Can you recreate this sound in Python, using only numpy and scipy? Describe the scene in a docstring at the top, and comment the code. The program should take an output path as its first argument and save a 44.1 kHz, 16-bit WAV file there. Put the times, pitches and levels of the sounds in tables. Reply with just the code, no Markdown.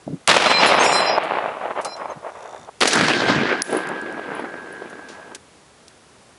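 """Two rifle shots in open farmland

Heard from beside the rifle: a shot in the fields and one in a yard, joined by hard cuts, then a quiet field.
Each is a crack and a blast, made of noise bursts and N-waves; shaped noise rolls back from ground and hills.
After the first an empty steel cartridge clip pings away and lands, as wavering modes; after the second
nearby steel sings on and the brass case bounces on gravel by the microphone, as decaying sines.
Air puffs reach the microphone over faint open air; the recorder's limiter ducks after every loud peak."""
import sys
import numpy as np
from scipy import signal
from scipy.fft import rfft, irfft
from scipy.io import wavfile
from scipy.ndimage import uniform_filter1d

SR = 44100
rng = np.random.default_rng(int(sys.argv[2]) if len(sys.argv) > 2 else 0)


def waveform_to_disk(signal):
    """Save audio, clipped to [-1, 1], as 16-bit WAV at the path in sys.argv[1]."""
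    frames = np.transpose(np.atleast_2d(signal))
    scaled = np.clip(frames, -1, 1) * 32767
    samples = np.round(scaled).astype(np.int16)
    wavfile.write(sys.argv[1], SR, samples)


N = 281358
TIME = np.arange(N) / SR
FREQS = np.maximum(np.fft.rfftfreq(N, 1 / SR), 1)

# Open air at the microphone, relative spectrum: (frequency [Hz], level [dB per Hz])
AIR_COLOUR = [(18, -41), (30, -28), (64, -4.5), (153, -5), (363, -5), (391, -3.5), (476, -3.5), (526, -5.5),
              (1410, -10.5), (2620, -15.5), (5910, -18.5), (11000, -21.5), (14200, -59), (22000, -120)]
AIR_DB, YARD_AIR_RISE_DB = -50.5, 0.5   # the air is slightly louder during the second take

# Puffs of air on the microphone, before their flutter: (time [s], level [dB], length [s])
PUFFS = [(0.065, -28, .068), (2.148, -45, 0.025), (2.583, -47, 0.055), (2.95, -27.5, 0.504),
         (5.535, -54, .028)]
# Relative spectrum of a puff: (frequency [Hz], level [dB per Hz])
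PUFF_COLOUR = [(24, -47), (40, -37), (139, -2.5), (219, -2.5), (247, -1), (324, -4.5), (389, -15),
               (519, -18.5), (1500, -54), (1950, -99), (3300, -120)]
PUFF_ATTACK_S, PUFF_RELEASE_S = 0.0051, 0.018

# A soft knock on the camera; its mode: (frequency [Hz], level [dB], t60 [s])
KNOCK_S, KNOCK_MODE = 0.0775, (600, -10, 0.015)

# Bits of thrown gravel falling back: (time [s], level [dB])
GRAVEL = [(3.871, -28.5), (3.889, -27.5), (4.015, -34), (4.125, -33.5)]
GRAVEL_HZ, GRAVEL_DECAY_S = 7800, 0.0011

# (time [s], level [dB], centre frequency [Hz], decay [s])
CLICKS_AND_SCUFFS = [(1.235, -41, 8200, 0.015), (1.812, -39, 7000, 0.016), (1.847, -24.5, 5600, 0.0094),
                     (1.965, -42, 3640, .007), (2.428, -43, 3900, .003), (3.6204, 10, 9100, 0.00093),
                     (3.64, -34, 5500, 0.096), (4.899, -45, 7000, .0085), (5.086, -42, 2900, 0.048),
                     (5.348, -26.5, 4700, .0063), (5.881, -36, 6500, .0032)]

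# Modes of each tick in a faint whirr, before the whirr level: (frequency [Hz], level [dB], t60 [s])
WHIRR_MODES = [(3600, 3.5, 0.018), (5700, 3, .012), (6800, 3, 0.0098), (7600, -3, .012)]
WHIRR_START_S, WHIRR_END_S, WHIRR_SWELL_S, WHIRR_DB = 2.2, 2.66, 0.28, -48

# Modes of the brass case, before the level of each bounce: (frequency [Hz], level [dB], t60 [s])
CASE_MODES = [(9250, -16, 0.073), (10030, 6.5, 0.027), (10300, -9, 0.18), (10900, -14, .06)]
# The case bounces and rolls: (time [s], level [dB])
CASE_HITS = [(3.62, -14), (3.707, -34), (3.727, -31), (3.751, -39), (3.7694, -28.5), (4.35, -42),
             (4.395, -47), (4.725, -45)]

# Steel set singing by the second blast: (frequency [Hz], level [dB], t60 [s])
STEEL_MODES = [(1569, -23.5, 5.8), (1661, -25.5, 6.4)]

# Modes of the steel cartridge clip, before the level of each ring: (frequency [Hz], level [dB], t60 [s])
CLIP_MODES = [(2383, 4, 1), (4079, 0.5, 1), (4988, -4.5, 0.34), (5077, -8.5, 1), (5090, -8, 0.68),
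              (5570, -7, 0.91), (6360, -9, 0.14), (7060, -7, 0.37), (7630, -18, 0.74), (8000, -18, 0.3),
              (8430, -17.5, 1), (10100, -4.5, 0.17), (10300, -3, 0.33)]
# (time [s], level [dB], favoured frequency [Hz], spread [octaves], time until damped [s])
CLIP_RINGS = [(0.45, -19.5, 3980, 0.26, 0.16), (0.485, -15.5, 7820, 0.056, 0.15),
              (0.529, -25, 2430, 0.4, 0.078), (0.578, -12, 4950, .088, 0.045),
              (0.658, -23, 8060, 0.6, 0.17), (0.79, -9, 6350, 0.051, .032), (0.79, -12, 8400, 0.046, 0.038),
              (0.83, -15, 7100, 0.24, 0.18), (0.919, -22, 4760, 0.57, 0.18), (1.062, -24, 5070, .12, .1),
              (1.849, -36, 4640, 0.46, 0.095), (1.96, -51, 4600, .25, 0.17),
              (2.095, -27, 6400, 0.04, 0.018)]

# The two takes, the first in the fields and the second in the yard: (muzzle blast [s], end of take [s])
SHOT_TIMES = [(0.2823, 2.70), (2.808, 5.37)]
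# Relative colour of the early echoes in the fields: (frequency [Hz], level [dB per Hz])
FIELD_COLOUR = [(24, -76), (40, -44), (164, -14.5), (256, -12), (419, -5), (624, 1), (1150, -1),
                (1290, -2.5), (1600, -4.5), (2610, -5), (4180, -12.5), (4700, -16), (5170, -18.5),
                (11000, -41), (14200, -74), (22000, -120)]
# Relative colour of the early echoes in the yard: (frequency [Hz], level [dB per Hz])
YARD_COLOUR = [(24, -68), (40, -41), (156, -5.5), (250, 1.5), (309, 1), (482, -3), (568, -6), (639, -6),
               (1180, -8), (1520, -5.5), (4080, -13.5), (4490, -13.5), (10200, -33.5), (11000, -37),
               (14200, -57), (22000, -120)]
# Sharp single slaps from walls and banks, before a common gain: (time [s], level [dB])
SLAPS = [(0.366, -2), (0.37, -12), (0.422, -7.5), (0.461, -4), (0.516, 1), (1.183, 1), (1.354, -13),
         (1.460, -7.5), (1.801, -14), (2.057, -11.5), (2.353, -22.5), (2.547, -25), (2.823, 2), (2.832, 1),
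         (2.856, 4.5), (2.982, -15), (3.010, -2.5), (3.084, -4), (3.221, -8), (4.395, -17), (4.445, -16.5),
         (4.821, -21), (4.929, -20)]
SLAP_GAIN_DB = -11
# Smeared swells from slopes and tree lines, before the colouring: (time [s], level [dB], spread [s])
SWELLS = [(0.295, -10, .012), (0.369, -7.5, 0.0024), (0.521, -17.5, 0.011), (0.636, -11, 0.017),
          (0.721, -15.5, 0.016), (0.83, -17.5, 0.032), (1.14, -21.5, 0.055), (1.353, -23, 0.045),
          (1.465, -27.5, 0.048), (1.649, -25.5, 0.019), (1.709, -24, 0.0085), (1.79, -21.5, 0.015),
          (1.865, -24.5, 0.012), (2.023, -27.5, 0.027), (2.112, -28, 0.015), (2.272, -29, 0.015),
          (2.368, -34, 0.015), (2.46, -34.5, 0.023), (2.56, -37.5, 0.018), (2.69, -34, 0.0037),
          (2.827, -23, 0.016), (2.88, -11, 0.0045), (3.03, -24, 0.11), (3.298, -14, 0.011),
          (3.322, -15.5, .008), (3.509, -21, 0.021), (3.757, -22.5, .018), (3.91, -27.5, 0.018),
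          (4.37, -32, 0.053)]
# The bullet's crack, the muzzle blast and their first spray off the ground:
# (time [s], level [dB], centre frequency [Hz], decay [s])
CRACKS = [(0.2752, -1, 4970, 0.00029), (0.2766, 5, 5300, 0.001), (0.2776, 0.5, 800, 0.00081),
          (0.286, -26, 5000, 0.0099), (2.806, -19.5, 5000, .006), (2.8136, 3, 1980, 0.00039),
          (2.875, -11, 5100, 0.012), (2.932, -12.5, 3950, 0.0059), (2.955, -18, 6000, .003)]

# Near ground scatter fades from the blast on. The far land answers after a delay, holds,
# then loses far_fall_db with every doubling of the travel time.
FIELD_ECHO = dict(near_db=-14, near_fade_db_per_s=34, far_db=-17.5,
                  far_delay_s=0.33, far_hold_s=0.7, far_fall_db=16.5)
YARD_ECHO = dict(near_db=-21, near_fade_db_per_s=9, far_db=-24,
                 far_delay_s=0.39, far_hold_s=0.56, far_fall_db=13.5)
FAR_RISE_S = 0.0081
# Treble loss [dB per kHz] at first, its growth and its limit; boom under 300 Hz relative to the roar.
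FIELD_TONE = dict(first_loss_db=-2.0, loss_db_per_s=6, most_loss_db=9,
                  boom_db=-12, boom_fade_db_per_s=8, patchy_db=0.74)
YARD_TONE = dict(first_loss_db=-1.5, loss_db_per_s=5.5, most_loss_db=5,
                 boom_db=-11.5, boom_fade_db_per_s=0.5, patchy_db=2)
# The loss tilts the spectrum about the pivot and is even below the other frequency.
LOSS_PIVOT_HZ, LOSS_EVEN_HZ = 834, 605

MIC_LOW_CUT_HZ, TOP_CUT_HZ = 43, 11000


def from_db(db):
    """Decibels to gain."""
    return 10 ** (np.asarray(db) / 20)


def rms_one(x):
    """Scale to rms 1."""
    return x / np.sqrt(np.mean(x ** 2) + 1e-20)


def at_hz(points, hz):
    """Read a spectrum on a log-frequency axis."""
    f, db = np.transpose(points)
    return np.interp(np.log(hz), np.log(f), db)


def drift(rate):
    """Smooth chance with rms 1, taking a new direction rate times a second."""
    knots = rng.standard_normal(N // 20)
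    return rms_one(np.interp(TIME * rate, np.arange(len(knots)), knots))


def noise(spectrum):
    """Noise of a given colour, rms 1."""
    white = rfft(rng.standard_normal(N))
    return rms_one(irfft(white * from_db(at_hz(spectrum, FREQS)), N))


def add(track, s, sound):
    """Mix a sound into a track at time s."""
    start = int(round(s * SR))
    track[start:start + len(sound)] += sound[:N - start]


def ring(modes, t):
    """Decaying sines of a struck object, in chance phases."""
    return sum(from_db(db - 60 * t / t60) * np.sin(2 * np.pi * (hz * t + rng.random()))
               for hz, db, t60 in modes)


def gate(start, end):
    """Open between two times, with millisecond edges."""
    opening = np.clip((TIME - start) / 0.001, 0, 1)
    closing = np.clip((end - TIME) / 0.001, 0, 1)
    return opening * closing


def bursts(rows, half_octaves=1.13):
    """Short broad noise bursts, each band-passed about its centre and dying exponentially."""
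    out, t = np.zeros(N), TIME[:SR // 5]
    for s, db, hz, decay in rows:
        low, high = hz / 2 ** half_octaves, min(hz * 2 ** half_octaves, 0.45 * SR)
        width_gain = np.sqrt(SR / 2 / (high - low))   # makes up for what the band leaves out
        burst = rng.standard_normal(len(t)) * np.exp(-t / decay) * width_gain
        band = signal.butter(2, [low, high], "band", fs=SR, output="sos")
        add(out, s, from_db(db) * signal.sosfilt(band, burst))
    return out


def wind(lumpy_db=4.0):
    """Each low puff rises, holds, flutters and dies away on the microphone, over steady open air."""
    push = np.zeros(N)
    for s, db, length in PUFFS:
        t = np.maximum(TIME - s, 0)
        rise = 1 - np.exp(-t / PUFF_ATTACK_S)
        fall = np.exp(-np.clip((t - length) / PUFF_RELEASE_S, 0, 20))
        push += from_db(db) * rise * fall
    puffs = push * from_db(lumpy_db * drift(40)) * noise(PUFF_COLOUR)
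    second_take = gate(SHOT_TIMES[0][1], SHOT_TIMES[1][1])
    air = from_db(AIR_DB + YARD_AIR_RISE_DB * second_take) * noise(AIR_COLOUR)
    return puffs + air


def knock(contact_s=0.0013):
    """A soft touch sets the camera body ringing for a few cycles."""
    out, t = np.zeros(N), TIME[:SR // 10]
    soft_start = 1 - np.exp(-(t / contact_s) ** 2)
    add(out, KNOCK_S, ring([KNOCK_MODE], t) * soft_start)
    return out


def whirr(per_s=58, jitter_s=0.00031):
    """A faint quick whirring, perhaps a zoom motor or a bird: nearly even high ticks that swell up."""
    out = np.zeros(N)
    for s in np.arange(WHIRR_START_S, WHIRR_END_S, 1 / per_s):
        swell = min((s - WHIRR_START_S) / WHIRR_SWELL_S, 1)
        tick = ring(WHIRR_MODES, TIME[:SR // 30])
        add(out, s + rng.normal(0, jitter_s), from_db(WHIRR_DB) * swell * tick)
    return out


def gravel():
    """Small stones tick on the ground as bursts of one colour and decay."""
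    return bursts([(s, db, GRAVEL_HZ, GRAVEL_DECAY_S) for s, db in GRAVEL])


def clicks_and_scuffs():
    return bursts(CLICKS_AND_SCUFFS)


def spent_case():
    """The brass case's modes tinkle at every bounce."""
    out = np.zeros(N)
    for s, db in CASE_HITS:
        add(out, s, from_db(db) * ring(CASE_MODES, TIME[:SR // 4]))
    return out


def singing_steel(swell_s=0.18, waver_db=2):
    """Two close tones build up under the second blast and fade slowly, wavering."""
    out, t = np.zeros(N), TIME[:3 * SR]
    for mode in STEEL_MODES:
        build_up = 1 - np.exp(-t / swell_s)
        waver = from_db(waver_db * drift(26)[:len(t)])
        add(out, SHOT_TIMES[1][0], ring([mode], t) * build_up * waver)
    return out * gate(*SHOT_TIMES[1])


def cartridge_clip(rise_s=0.01, damping_s=0.0079, tumble_db=4.5, doppler=0.00127):
    """Each turn or touch brings out a group of modes; spinning makes each swell and bend on its own."""
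    out, t = np.zeros(N), TIME[:SR // 2]
    for hz, mode_db, t60 in CLIP_MODES:
        swing = np.zeros(N)
        for s, db, favoured_hz, spread, held in CLIP_RINGS:
            off_favoured = np.log2(hz / favoured_hz) / spread
            level_db = db + mode_db - 2.5 * off_favoured ** 2 - 60 * t / t60
            rise = 1 - np.exp(-t / rise_s)
            damped = np.exp(-np.maximum(t - held, 0) / damping_s)
            add(swing, s, from_db(level_db) * rise * damped)
        phase = 2 * np.pi * hz * np.cumsum(1 + doppler * drift(72.2)) / SR
        out += swing * from_db(tumble_db * drift(29.23)) * np.sin(phase)
    return out


def echo_level(age, near_db, near_fade_db_per_s, far_db, far_delay_s, far_hold_s, far_fall_db):
    """Strength of the roar: near ground, far land and the swells from single slopes add in power."""
    near = from_db(near_db - near_fade_db_per_s * age)
    doublings = np.log2(np.maximum(age / far_hold_s, 1))
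    far_rise = np.clip((age - far_delay_s) / FAR_RISE_S, 0, 1)
    far = from_db(far_db - far_fall_db * doublings) * far_rise
    swell_power = sum(from_db(db) ** 2 * np.exp(-0.5 * np.minimum(((TIME - s) / spread) ** 2, 100))
                      for s, db, spread in SWELLS)
    return np.sqrt(near ** 2 + far ** 2 + swell_power)


def reflections(level, lumpy_db, distinct_per_s, distinct_db, rounded_hz):
    """Countless reflections of the blast arrive in clumps; a few stand out alone as rounded pops."""
    clumps = rms_one(from_db(lumpy_db * (0.59 * drift(110) + drift(400))))
    dense = clumps * rng.standard_normal(N)
    distinct = rms_one((rng.random(N) < distinct_per_s / SR) * rng.standard_normal(N))
    rounding = signal.butter(2, rounded_hz, fs=SR, output="sos")
    pops = signal.sosfilt(rounding, distinct)
    share = from_db(distinct_db)
    return level * (dense + share * pops) / np.sqrt(1 + share ** 2)


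def slaps(width_s, scatter_db, gather_s, scatter_s):
    """Each reflector returns the blast's N-shaped wave inside a short spray of scatter."""
    out, t = np.zeros(N), TIME[:SR // 10] - TIME[SR // 20]
    n_wave = (1 - 2 * t / width_s) * (t >= 0) * (t < width_s)
    spray = from_db(scatter_db) * np.exp(np.minimum(t / gather_s, -t / scatter_s))
    for s, db in SLAPS:
        add(out, s + t[0], from_db(db) * (n_wave + spray * rng.standard_normal(len(t))))
    return out


def rolling_echo(arrivals, age, colour, first_loss_db, loss_db_per_s, most_loss_db,
                 boom_db, boom_fade_db_per_s, patchy_db):
    """The land colours the reflections; with travel time they lose boom and, up to a limit, treble."""
    loss_per_khz = np.minimum(first_loss_db + loss_db_per_s * age, most_loss_db)
    # the colour is scaled by the power of the roar, 300-1500 Hz
    power = from_db(at_hz(colour, FREQS)) ** 2
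    roar_share = np.mean(power * (FREQS > 300) * (FREQS < 1500))
    low_share = np.mean(power * (FREQS < 300))
    boom = boom_db - boom_fade_db_per_s * age - 10 * np.log10(low_share / roar_share)
    coloured = rfft(arrivals) * np.sqrt(power / roar_share)
    out = 0
    # overlapping bands two thirds of an octave apart, each with its own moving gain
    for hz in 25 * 2 ** np.arange(0, 9.5, 2 / 3):
        overlap = np.maximum(1 - 1.5 * np.abs(np.log2(FREQS / hz)), 0)
        band = irfft(coloured * overlap, N)
        bass = 1 / (1 + (hz / 330) ** 6)
        absorbed = loss_per_khz * (max(hz, LOSS_EVEN_HZ) - LOSS_PIVOT_HZ) / 1000
        out = out + band * from_db(bass * boom - absorbed + patchy_db * drift(25.033))
    return out


def shot_echoes():
    """Slaps and rolling echoes of both blasts, each cut off at the end of its take."""
    single = from_db(SLAP_GAIN_DB) * slaps(width_s=0.00085, scatter_db=-1, gather_s=0.00027, scatter_s=0.0045)
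    places = (FIELD_ECHO, FIELD_COLOUR, FIELD_TONE), (YARD_ECHO, YARD_COLOUR, YARD_TONE)
    out = 0
    for (start, end), (echo, colour, tone) in zip(SHOT_TIMES, places):
        age = np.maximum(TIME - start, 0)
        level = echo_level(age, **echo)
        dense = reflections(level, lumpy_db=1.87, distinct_per_s=90, distinct_db=-4, rounded_hz=1490)
        out = out + rolling_echo(dense + single, age, colour, **tone) * gate(start, end)
    return out


def cracks():
    """The bullet's crack and the muzzle blast reach the microphone as very short noise bursts."""
    return bursts(CRACKS)


def scene():
    """Shots, metal and small ground sounds over faint open air."""
    ambience = wind() + knock() + whirr()
    small_sounds = gravel() + clicks_and_scuffs()
    metal = spent_case() + singing_steel() + cartridge_clip()
    return (ambience + small_sounds + metal + shot_echoes() + cracks())[None]


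def limiter(x, threshold_db, release_db_per_s, attack_s):
    """The gain drops just after a loud peak and climbs back at a steady rate."""
    power = np.abs(uniform_filter1d(x ** 2, size=44))   # averaged over a millisecond
    level_db = 10 * np.log10(power + 1e-12)
    excess_db = np.maximum(level_db - threshold_db, 0)
    climb = release_db_per_s * TIME
    duck_db = np.maximum.accumulate(excess_db + climb, axis=-1) - climb
    r = np.exp(-1 / (attack_s * SR))
    return x * from_db(-signal.lfilter([1 - r], [1, -r], duck_db))


def record(dry):
    """Limiter, overload on what slips past it, a gentle low cut and a steep top cut."""
    limited = limiter(dry, threshold_db=-6.5, release_db_per_s=115, attack_s=0.00028)
    overloaded = np.clip(limited, -0.85, 0.85)
    low_cut = signal.butter(2, MIC_LOW_CUT_HZ, "high", fs=SR, output="sos")
    top_cut = signal.ellip(12, 0.2, 90, TOP_CUT_HZ, fs=SR, output="sos")
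    return signal.sosfilt(top_cut, signal.sosfilt(low_cut, overloaded))


dry = scene()
out = record(dry)
waveform_to_disk(out)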